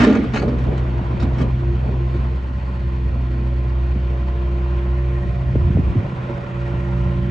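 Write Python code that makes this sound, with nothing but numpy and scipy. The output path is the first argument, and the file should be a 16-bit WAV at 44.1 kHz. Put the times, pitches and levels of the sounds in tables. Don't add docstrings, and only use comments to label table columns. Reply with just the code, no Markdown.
import sys
import numpy as np
from scipy import signal
from scipy.fft import rfft, irfft, next_fast_len
from scipy.io import wavfile
from scipy.ndimage import uniform_filter1d, map_coordinates

SR = 44100
rng = np.random.default_rng(int(sys.argv[2]) if len(sys.argv) > 2 else 0)


def pcm_store(signal):
    levels = np.round(np.clip(np.atleast_2d(signal), -1, 1) * 32767)
    wavfile.write(sys.argv[1], SR, levels.astype(np.int16).T)


N = 322193

# (time [s], speed [rev/s])
SHAFT_SPEED = [(0, 31.57), (.8, 31.53), (1.25, 31.4), (1.7, 31.58), (2.52, 31.8), (3.1, 31.2),
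               (3.36, 31.19), (3.75, 31.53), (4.5, 31.57), (5.1, 31.86), (6.16, 31.77), (6.55, 31.58),
               (7, 31.75), (7.31, 31.59)]
# (time [s], firing tone level [dB], its octave level [dB])
EXHAUST = [(0, -22.5, -14.5), (.14, -28.5, -50), (.28, -30.5, -26), (.56, -21.5, -24), (1.3, -21.5, -22.5),
           (1.54, -24, -21.5), (1.7, -20, -24), (2.3, -20.5, -25.5), (2.42, -21, -39), (2.55, -24.5, -33),
           (2.7, -22, -28.5), (3.3, -20, -26.5), (3.9, -19, -28.5), (4.35, -19.5, -31.5),
           (5.05, -18.5, -26), (5.3, -22.5, -28), (5.6, -23.5, -22.5), (5.88, -25.5, -27.5),
           (6.01, -37, -27), (6.44, -43, -29.5), (6.6, -27.5, -26), (7.0, -22, -22), (7.31, -23, -25.5)]
# (time [s], 3rd harmonic level [dB], 4th harmonic level [dB])
EXHAUST_UPPER = [(0, -47, -37.5), (1, -40.5, -46), (2.2, -41.5, -43), (2.7, -39, -47.5), (3.4, -43.5, -37),
                 (4.2, -43.5, -48.5), (5, -43.5, -51.5), (7.31, -47.5, -48)]
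# (time [s], phase of 2nd [rad], of 3rd [rad], of 4th harmonic [rad])
PULSE_PHASE = [(0, 2.8, .3, 0), (2.6, 2.9, .4, -.5), (3.3, 2.9, 3, -2.7), (3.7, 2.9, 3, -2.4),
               (5.1, .6, 3.5, -2), (7.31, .8, 3.1, -4.5)]
# (multiple of shaft speed, level [dB])
WEAK_ORDERS = [(1.5, -55.5), (2.5, -43.5), (3, -56.5), (3.5, -44), (4.5, -52.5), (5.5, -49), (7, -47),
               (10, -56.5), (12, -54), (14, -54), (17.5, -58.5)]
# (time [s], level [dB])
PUMP_EFFORT = [(0, -45), (.7, -39.5), (.82, -37), (1.08, -36), (1.15, -40), (1.22, -32), (1.4, -39.5),
               (1.54, -43), (1.62, -34.5), (1.74, -28), (1.8, -55), (2.02, -31), (2.1, -46), (2.13, -40),
               (2.15, -26), (2.2, -45), (2.3, -39.5), (2.52, -54), (2.82, -40.5), (3.08, -37), (3.18, -48),
               (3.3, -37), (4.2, -39), (4.4, -34), (5.18, -33.5), (5.35, -44.5), (5.65, -32), (5.9, -40.5),
               (6.02, -40.5), (6.27, -42), (6.297, -28.5), (6.33, -38), (6.44, -46), (6.6, -35.5),
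               (7.31, -33.5)]
# (time [s], second level [dB], third level [dB], highest group level [dB])
PUMP_OVERTONES = [(0, -55, -64, -75), (1.75, -53, -60, -66), (2.25, -63, -49, -76),
                  (2.75, -66.5, -51.5, -70), (3.25, -52, -54, -69), (3.75, -56.5, -52.5, -68),
                  (4.25, -48.5, -53.5, -65), (4.75, -61.5, -44.5, -62), (5.25, -48.5, -49, -70.5),
                  (5.75, -52, -58, -66), (6.25, -56, -48.5, -71.5), (6.75, -60, -55, -67.5),
                  (7.31, -63, -47, -63.5)]
# (multiple of tooth tone, level over the group [dB])
PUMP_HIGHEST = [(4, 6), (8, 0), (9, 1)]
# (time [s], level [dB])
GEAR_WHINE = [(2.3, -70), (2.55, -46.5), (2.8, -48), (3.0, -56), (3.36, -66), (3.5, -43.5), (3.9, -51.5),
              (4.3, -45.5), (5.3, -43.5), (6.1, -46.5), (6.27, -46), (6.298, -32), (6.33, -40.5),
              (7.31, -41)]
# (time [s], level [dB])
FAN_LEVEL = [(.3, -37.5), (1.1, -50.5), (1.5, -45), (1.9, -47), (2.5, -42), (2.8, -44), (3.36, -59),
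             (3.8, -57.5), (4.1, -43.5), (4.35, -50), (4.5, -40.5), (5.3, -34.5), (6.0, -38.5), (6.3, -38),
             (6.72, -33), (7.31, -30.5)]
# (time [s], left over right [dB])
BEARING = [(0, 4.5), (3.7, 0), (4.3, 1), (6.2, -1), (6.6, -2.5), (7.31, -2)]
# (time [s], roar level [dB], hiss level [dB])
CASING = [(0, -28, -24.5), (.16, -56, -36.5), (.4, -39, -43), (1.3, -34.5, -43), (1.55, -41, -44.5),
          (2.24, -39.5, -44.5), (2.5, -43.5, -46), (3.28, -43, -46.5), (4.62, -39.5, -44.5),
          (5.45, -41, -45), (6.1, -37, -43), (6.96, -37.5, -43.5), (7.31, -42, -43.5)]
# (frequency [Hz], density [dB per Hz])
ROAR_COLOUR = [(200, -34.5), (400, -4), (640, -2), (800, -4.5), (1000, 0), (1280, -10), (1600, -13.5),
               (2400, -60)]
HISS_COLOUR = [(900, -10), (1500, 6.5), (1900, 3), (2400, 1), (3400, -6), (4800, -17), (6400, -22.5),
               (8300, -35)]
# (hiss level [dB], roar level [dB])
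CYLINDERS = [(-1, -1.5), (0, -1.5), (0, 0), (-0.5, 1)]
# (frequency [Hz], width [Hz],
# level turned away [dB], level facing [dB], time facing [s], spread of that time [s])
PANELS = [(1042, 40, -52, -49.5, 4.75, 0.27), (1383, 44, -57, -47.5, 6.6, 0.78),
          (1870, 58, -58.5, -47.5, 5.21, 0.15), (1885, 69, -58, -50, 6.8, 0.73),
          (2436, 55, -59, -56, 5.5, 0.87), (4330, 300, -72, -63, 2.8, 2.1), (880, 30, -59, -49, 2.4, 0.67)]
# (frequency [Hz], lead [rad])
ENGINE_LEAD = [(60, -.08), (600, -.1), (860, 1.7), (1380, 1.3), (1980, 5.9), (2500, 2 * np.pi)]
# (time [s], level [dB], hollow boost [dB], clang boost [dB])
KNOCKS = [(.0, -11.5, 2, -17), (0.017, -10.5, 1.5, -14), (0.033, -11.5, 5, -12), (.048, -14, 4, -15),
          (0.068, -7.5, 3, -38), (0.077, -7, 2.5, -26), (0.096, -7, 3.5, -25), (.108, -11.5, -9, -22),
          (.156, -12.5, 2.5, -20), (.178, -19.5, 11.5, -14), (.135, -22.5, 1, -7), (.21, -25, -5.5, -14),
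          (0.242, -25.5, -5.5, -19), (.338, -16, 1, -10.5), (0.357, -15.5, -7, -8), (0.402, -21, -4.5, -22),
          (.417, -12.5, -9, -33), (0.429, -12, -11, -26), (.476, -14.5, 0.5, -27), (0.504, -23, -8, -29),
          (.534, -20.5, 2.5, -18), (0.715, -22, -11.5, -16), (1.201, -33, -4.5, -8), (1.23, -30.5, 18, -10),
          (1.4, -20, -2, -9), (1.884, -17, -15, -30), (1.934, -25, -13, -23), (2.141, -19.5, -7, -34.5),
          (3.152, -24, -0.5, -27), (6.286, -19, -14, -28.5)]
# (frequency [Hz], level [dB], 60 dB decay [s])
BUCKET_MODES = [(240.6, -6, 0.3), (271.8, -1, 0.12), (346.7, -9, 0.15), (396.4, -6, 0.094),
                (495.6, -14, 0.13), (568, -17.5, 0.12), (808, -24.5, 0.12), (1215, -3, .14), (1410, -6, .1),
                (1670, -8, .1), (1827, -13, .1), (2250, -10, .14), (2550, -13, .12), (3000, -12, .08),
                (3750, -19, .07), (4100, -21, .08), (4480, -22, .07), (5400, -25, .06), (6300, -28, .05)]
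# (time [s], level [dB])
SCRAPES = [(0, -16.5), (.015, -22.5), (0.038, -20), (.068, -28.5), (.1, -38), (.125, -31), (0.15, -26),
           (.225, -36), (.32, -36.5), (0.335, -21.5), (0.355, -23), (.382, -34), (0.415, -35), (0.478, -38),
           (0.584, -35.5), (.624, -38.5), (0.774, -34.5), (1.197, -30), (1.222, -38), (1.33, -33),
           (1.381, -30.5), (1.396, -39), (1.412, -37), (1.75, -41.5), (2.14, -38.5)]
# (frequency [Hz], density [dB per Hz])
GRIT_COLOUR = [(250, -15.5), (600, 2.5), (820, 2), (1300, -2), (1700, -7), (2250, -7.5), (3000, -11.5),
               (4500, -17.5), (6300, -23.5), (8400, -31.5)]
# (time [s], buffet level [dB], flutter level [dB])
BREEZE = [(.3, -30, -31), (1.5, -25.5, -35), (2.3, -35.5, -36.5), (2.7, -40.5, -41), (3.5, -33.5, -40),
          (4, -32.5, -39), (5, -34.5, -43), (5.8, -25.5, -34.5), (5.99, -27, -29.5), (6.02, -30.5, -34.5),
          (6.3, -36.5, -39), (7.3, -30.5, -36.5)]
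# (time of peak [s], buffet level [dB], flutter level [dB])
GUSTS = [(.43, -24.5, -22.5), (.7, -23.5, -24), (.97, -26.5, -46), (1.24, -23, -34.5),
         (1.419, -35.5, -24.5), (1.881, -28, -32.5), (2.2, -23.5, -56.5), (2.59, -33.5, -48),
         (2.87, -24, -50), (3.099, -22.5, -40), (5.292, -19.5, -43), (5.57, -17.5, -32), (5.65, -20.5, -46),
         (5.78, -18, -29), (5.91, -16, -30.5), (6.34, -33, -33), (6.62, -40, -39), (6.77, -29.5, -34.5),
         (7.18, -24.5, -43.5)]
# (frequency [Hz], density [dB per Hz])
BUFFET_COLOUR = [(15, -38.5), (30, 1), (50, 17.5), (85, 15.5), (130, 12), (200, -1), (400, -54.5)]
FLUTTER_COLOUR = [(90, -12.5), (160, 1), (240, -0.5), (330, -4.5), (500, -8.5), (800, -16.5), (1500, -67)]
# (time [s], level [dB], span of the pitch fall [Hz])
EDDIES = [(1.007, -15, 289), (3.954, -17, 466), (5.488, -22, 253), (5.554, -7, 638), (5.605, -24, 351),
          (5.665, -12.5, 191), (5.696, -13.5, 342), (5.745, -9, 249), (5.77, -10.5, 833),
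          (5.785, -6.5, 385), (5.87, -29.5, 460), (5.898, -35, 347), (5.924, -22, 427), (5.953, -12, 445),
          (5.964, -17.5, 262), (6.025, -18, 260), (6.121, -18, 296), (6.439, -26.5, 400),
          (6.732, -17.5, 473)]
# (time [s], level [dB], frequency [Hz], length [s])
THUMPS = [(5.612, -13, 76, 0.047), (5.648, -13.5, 78, 0.049), (5.69, -13.5, 85, 0.034),
          (5.742, -10.5, 87.3, 0.091), (5.87, -18.5, 83.4, 0.082), (5.962, -13, 105.7, 0.035),
          (5.986, -11, 118, 0.025), (6.039, -19.5, 126.5, 0.033)]
# (frequency [Hz], likeness [0 to 1])
LIKENESS = [(30, 1), (70, 1), (260, 0.88), (550, 0.35), (1050, 0.38), (1550, .35), (2400, 0.52),
            (5000, 0.62), (9000, 0.4)]
# (frequency [Hz], left over right [dB])
PORT_TILT = [(100, -0.9), (300, -0.8), (660, -3), (1000, -0.5), (1500, -1.5), (3200, 2), (5000, 0),
             (8000, 0)]

PUMP_TEETH, WHINE_ORDER, FAN_HZ = 11, 18, 182.9
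TICK_RISE_DB, TICK_SCATTER_DB = 1, 0.74
HISS_SHARE, PANEL_SHARE = .4, 2.6
HOLLOW_TOP_HZ, CLANG_FOOT_HZ = 300, 1000
DETUNE = 0.011
FREE_S = 0.013
THUD_DB, THUD_T60_S, THUD_HZ = -7, 0.068, 580
SCRAPE_RISE_S, SCRAPE_T60_S = 0.0024, 0.17
CHIPS_PER_S, CHIP_DB, CHIP_S = 260, 3, .004
GUST_RISE_DB_PER_S, GUST_FALL_DB_PER_S = 114, 171.5
EDDY_CYCLES = 4.41
TOP_HZ = 8700
HALVES = np.array([[.5], [-.5]])


def engine(shaft, hiss_ticks, roar_ticks):
    side = curves(BEARING)[0] * HALVES
    drone = exhaust(shaft) * amp(.3 * side)
    hum = (fan() + pump(shaft) + gear_whine(shaft)) * amp(side)
    return drone + hum + casing(hiss_ticks, roar_ticks)


def exhaust(shaft):
    firing_db, octave_db = curves(EXHAUST)
    third_db, fourth_db = curves(EXHAUST_UPPER)
    second, third, fourth = curves(PULSE_PHASE)
    drone = tone(2 * shaft, firing_db, waver_db=.6, slip=.04)
    drone += tone(4 * shaft + second, octave_db + .8 * wobble(5.2), waver_db=.7, slip=.06)
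    drone += tone(6 * shaft + third, third_db, waver_db=2.5, slip=.1)
    drone += tone(8 * shaft + fourth, fourth_db, waver_db=1.5, slip=.12)
    for order, db in WEAK_ORDERS:
        start = rng.uniform(0, 2 * np.pi)
        drone += tone(order * shaft + start, db, waver_db=4.5, slip=.41)
    return drone


def pump(shaft):
    tooth = PUMP_TEETH * shaft
    second_db, third_db, highest_db = curves(PUMP_OVERTONES)
    hum = tone(tooth, curves(PUMP_EFFORT)[0], waver_db=.9, slip=.08)
    hum += tone(2 * tooth, second_db, waver_db=2, slip=.13)
    hum += tone(3 * tooth, third_db, waver_db=1, slip=.29)
    for multiple, db in PUMP_HIGHEST:
        hum += tone(multiple * tooth, highest_db + db, waver_db=2.5, slip=.5)
    return hum


def gear_whine(shaft):
    return tone(WHINE_ORDER * shaft, curves(GEAR_WHINE)[0] + 1.3 * wobble(5.7), waver_db=0, slip=.31)


def fan():
    phase = 2 * np.pi * FAN_HZ * np.arange(N) / SR
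    return tone(phase, curves(FAN_LEVEL)[0] + 1.3 * wobble(4.5), waver_db=1.5, slip=.73)


def casing(hiss_ticks, roar_ticks):
    roar_db, hiss_db = curves(CASING)
    throb = .3 * wobble(2.8) + wobble(6.6)
    roar = amp(roar_db + roar_ticks + .34 * throb) * rush(ROAR_COLOUR, patchy_db=2)
    hiss = amp(hiss_db + HISS_SHARE * hiss_ticks + .2 * throb) * rush(HISS_COLOUR, patchy_db=1.34)
    return roar + hiss


def panels(tick_db):
    sound = 0
    for hz, width_hz, away_db, facing_db, facing_s, spread_s in PANELS:
        pair = rng.standard_normal(N) + .55 * rng.standard_normal((2, N))
        struck = pair * amp(PANEL_SHARE * tick_db)
        ring = filtered(struck, lambda f: resonance(f, hz, width_hz))
        facing = np.exp(-((np.arange(N) / SR - facing_s) / spread_s) ** 2 / 2)
        sound = sound + amp(away_db + (facing_db - away_db) * facing) * unit(ring)
    return sound


def shaft_angle():
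    return 2 * np.pi * np.cumsum(curves(SHAFT_SPEED)[0]) / SR


def ticks(shaft):
    firings = shaft / np.pi + .6
    k = firings.astype(int)
    scatter = rng.standard_normal((2, k[-1] + 1))[:, k]
    size = np.transpose(CYLINDERS)[:, k % 4] + TICK_SCATTER_DB * scatter
    return uniform_filter1d(size + TICK_RISE_DB * (firings - k - .5), size=60)


def bucket():
    shell = knocks()
    return shell * amp([[-.6], [.6]]) + amp(-10) * yard(shell) + scrapes()


def knocks():
    shell, t = np.zeros(N + SR), np.arange(SR // 2) / SR
    hz, level, t60 = np.transpose(BUCKET_MODES)[:, :, None]
    chance = rng.standard_normal((len(KNOCKS), 2, len(BUCKET_MODES), 1))
    band = signal.butter(2, [200, THUD_HZ], 'band', fs=SR, output='sos')
    dull = unit(signal.sosfilt(band, rng.standard_normal((len(KNOCKS), len(t)))))
    muting = 22 * (1 - np.exp(-np.clip(t - FREE_S, 0, None) / .008))
    damped = muting * np.where(hz < CLANG_FOOT_HZ, 1, .45)
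    for (s, db, hollow_db, clang_db), (luck, shift), thud in zip(KNOCKS, chance, dull):
        strength = level + hollow_db * (hz < HOLLOW_TOP_HZ) + clang_db * (hz > CLANG_FOOT_HZ) + 1.5 * luck
        modes = np.sin(2 * np.pi * hz * (1 + DETUNE * shift) * t)
        ring = np.sum(amp(strength - 60 * t / t60 - damped) * modes, axis=0)
        ring += amp(THUD_DB - 60 * t / THUD_T60_S) * thud
        onset = 1 - np.exp(-t / .0038)
        shell[round(s * SR):][:len(t)] += amp(db) * onset * ring
    return shell[:N]


def yard(shell):
    t = np.arange(SR // 2) / SR
    tail = rng.standard_normal(len(t)) + .3 * rng.standard_normal((2, len(t)))
    lowpass = signal.butter(1, 1200, fs=SR, output='sos')
    tail = signal.sosfilt(lowpass, tail * amp(-60 * t / .5))
    return signal.fftconvolve(shell[None], tail / np.linalg.norm(tail[0]), axes=1)[:, :N]


def scrapes():
    chips = (rng.random(N) < CHIPS_PER_S / SR) * CHIP_DB * rng.exponential(size=N)
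    jumps_db = signal.lfilter([1], [1, -np.exp(-1 / (CHIP_S * SR))], chips)
    jumps_db = uniform_filter1d(np.minimum(jumps_db, 8), size=50)
    grains = amp(jumps_db + .6 * wobble(60)) * rush(GRIT_COLOUR, patchy_db=3)
    clangs = [hz for hz, _, _ in BUCKET_MODES if hz > CLANG_FOOT_HZ]
    grit = unit(filtered(grains, lambda f: 1 + 2.2 * sum(resonance(f, hz, 35) for hz in clangs)))
    return sum(burst(s, db, SCRAPE_RISE_S, SCRAPE_T60_S) for s, db in SCRAPES) * grit


def wind():
    air = buffeting()
    add_eddies(air)
    add_thumps(air)
    return air


def buffeting():
    buffet, flutter = amp(curves(BREEZE)) ** 2
    for s, buffet_db, flutter_db in GUSTS:
        late = np.arange(N) / SR - s
        swell = amp(np.where(late < 0, GUST_RISE_DB_PER_S * late, -GUST_FALL_DB_PER_S * late)) ** 2
        buffet = buffet + amp(2 * buffet_db) * swell
        flutter = flutter + amp(2 * flutter_db) * swell
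    air = np.sqrt(buffet) * amp(.63 * wobble(19)) * rush(BUFFET_COLOUR, patchy_db=1.5, wide=1.7)
    air += np.sqrt(flutter) * amp(.41 * wobble(23)) * rush(FLUTTER_COLOUR, patchy_db=3, wide=.94)
    return air


def add_eddies(air):
    t = np.arange(SR // 8) / SR
    for s, db, span_hz in EDDIES:
        turn, left, right = rng.standard_normal(3)
        u = t * span_hz / EDDY_CYCLES
        pitch = 95 + span_hz * np.exp(-1.3 * u)
        offset = turn + .088 * np.array([[left], [right]])
        swirl = np.sin(2 * np.pi * np.cumsum(pitch) / SR + offset)
        at = round(s * SR)
        air[:, at:at + len(t)] += amp(db) * u * np.exp(-u ** 2 / 2) * swirl


def add_thumps(air):
    t = np.arange(SR // 8) / SR
    for s, db, hz, length in THUMPS:
        turn = rng.standard_normal()
        swell = np.sin(np.pi * np.minimum(t / length, 1))
        at = round(s * SR)
        air[:, at:at + len(t)] += amp(db) * swell * np.sin(2 * np.pi * hz * t + turn)


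def tone(phase, db, waver_db, slip):
    return np.sqrt(2) * amp(db + waver_db * wobble(14)) * np.cos(phase + slip * wobble(18))


def rush(spectrum, patchy_db, wide=1):
    z = signal.stft(rng.standard_normal((2, N)), nperseg=512)[2]
    field = uniform_filter1d(rng.standard_normal(z.shape[1:]), 5, 0)
    field = uniform_filter1d(field, 12, 1)
    pair = signal.istft(z * amp(patchy_db * unit(field)), nperseg=512)[1][:, :N]

    def colour(hz):
        turn = wide * np.arccos(np.clip(along(LIKENESS, hz), -1, 1)) / 2
        return amp(along(spectrum, hz)) * [np.cos(turn), np.sin(turn)]

    mid, side = filtered(pair, colour)
    return unit(np.array([mid + side, mid - side]))


def burst(s, db, rise, t60):
    t = np.clip(np.arange(N) / SR - s, 0, None)
    return amp(db - 60 * t / t60) * (1 - np.exp(-t / rise))


def resonance(f, hz, width_hz):
    return 1j * f * width_hz / (hz * hz - f * f + 1j * f * width_hz)


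def filtered(x, response):
    m = next_fast_len(N + SR // 2)
    return irfft(rfft(x, m) * response(np.fft.rfftfreq(m, 1 / SR)), m)[..., :N]


def wobble(rate):
    return map_coordinates(rng.standard_normal(int(N * 60 / SR) + 4), [np.arange(N) * rate / SR])


def curves(rows):
    s, *cols = np.transpose(rows)
    return [np.interp(np.arange(N) / SR, s, c) for c in cols]


def along(points, hz):
    f, v = np.transpose(points)
    return np.interp(np.log(hz + 1), np.log(f + 1), v)


def amp(db):
    return 10 ** (np.asarray(db) / 20)


def unit(x):
    return x / np.sqrt(np.mean(x ** 2) + 1e-20)


def scene():
    shaft = shaft_angle()
    hiss_ticks, roar_ticks = ticks(shaft)
    machine = engine(shaft, hiss_ticks, roar_ticks) + panels(hiss_ticks)
    machine = filtered(machine, lambda hz: np.exp(1j * HALVES * along(ENGINE_LEAD, hz)))
    return machine + bucket() + wind()


def record(dry):
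    rounded = dry / (1 + np.abs(dry / .95) ** 6) ** (1 / 6)

    def ports(hz):
        return amp(HALVES * along(PORT_TILT, hz)) / np.sqrt(1 + (hz / TOP_HZ) ** 60)

    return filtered(rounded, ports)


dry = scene()
out = record(dry)
pcm_store(out)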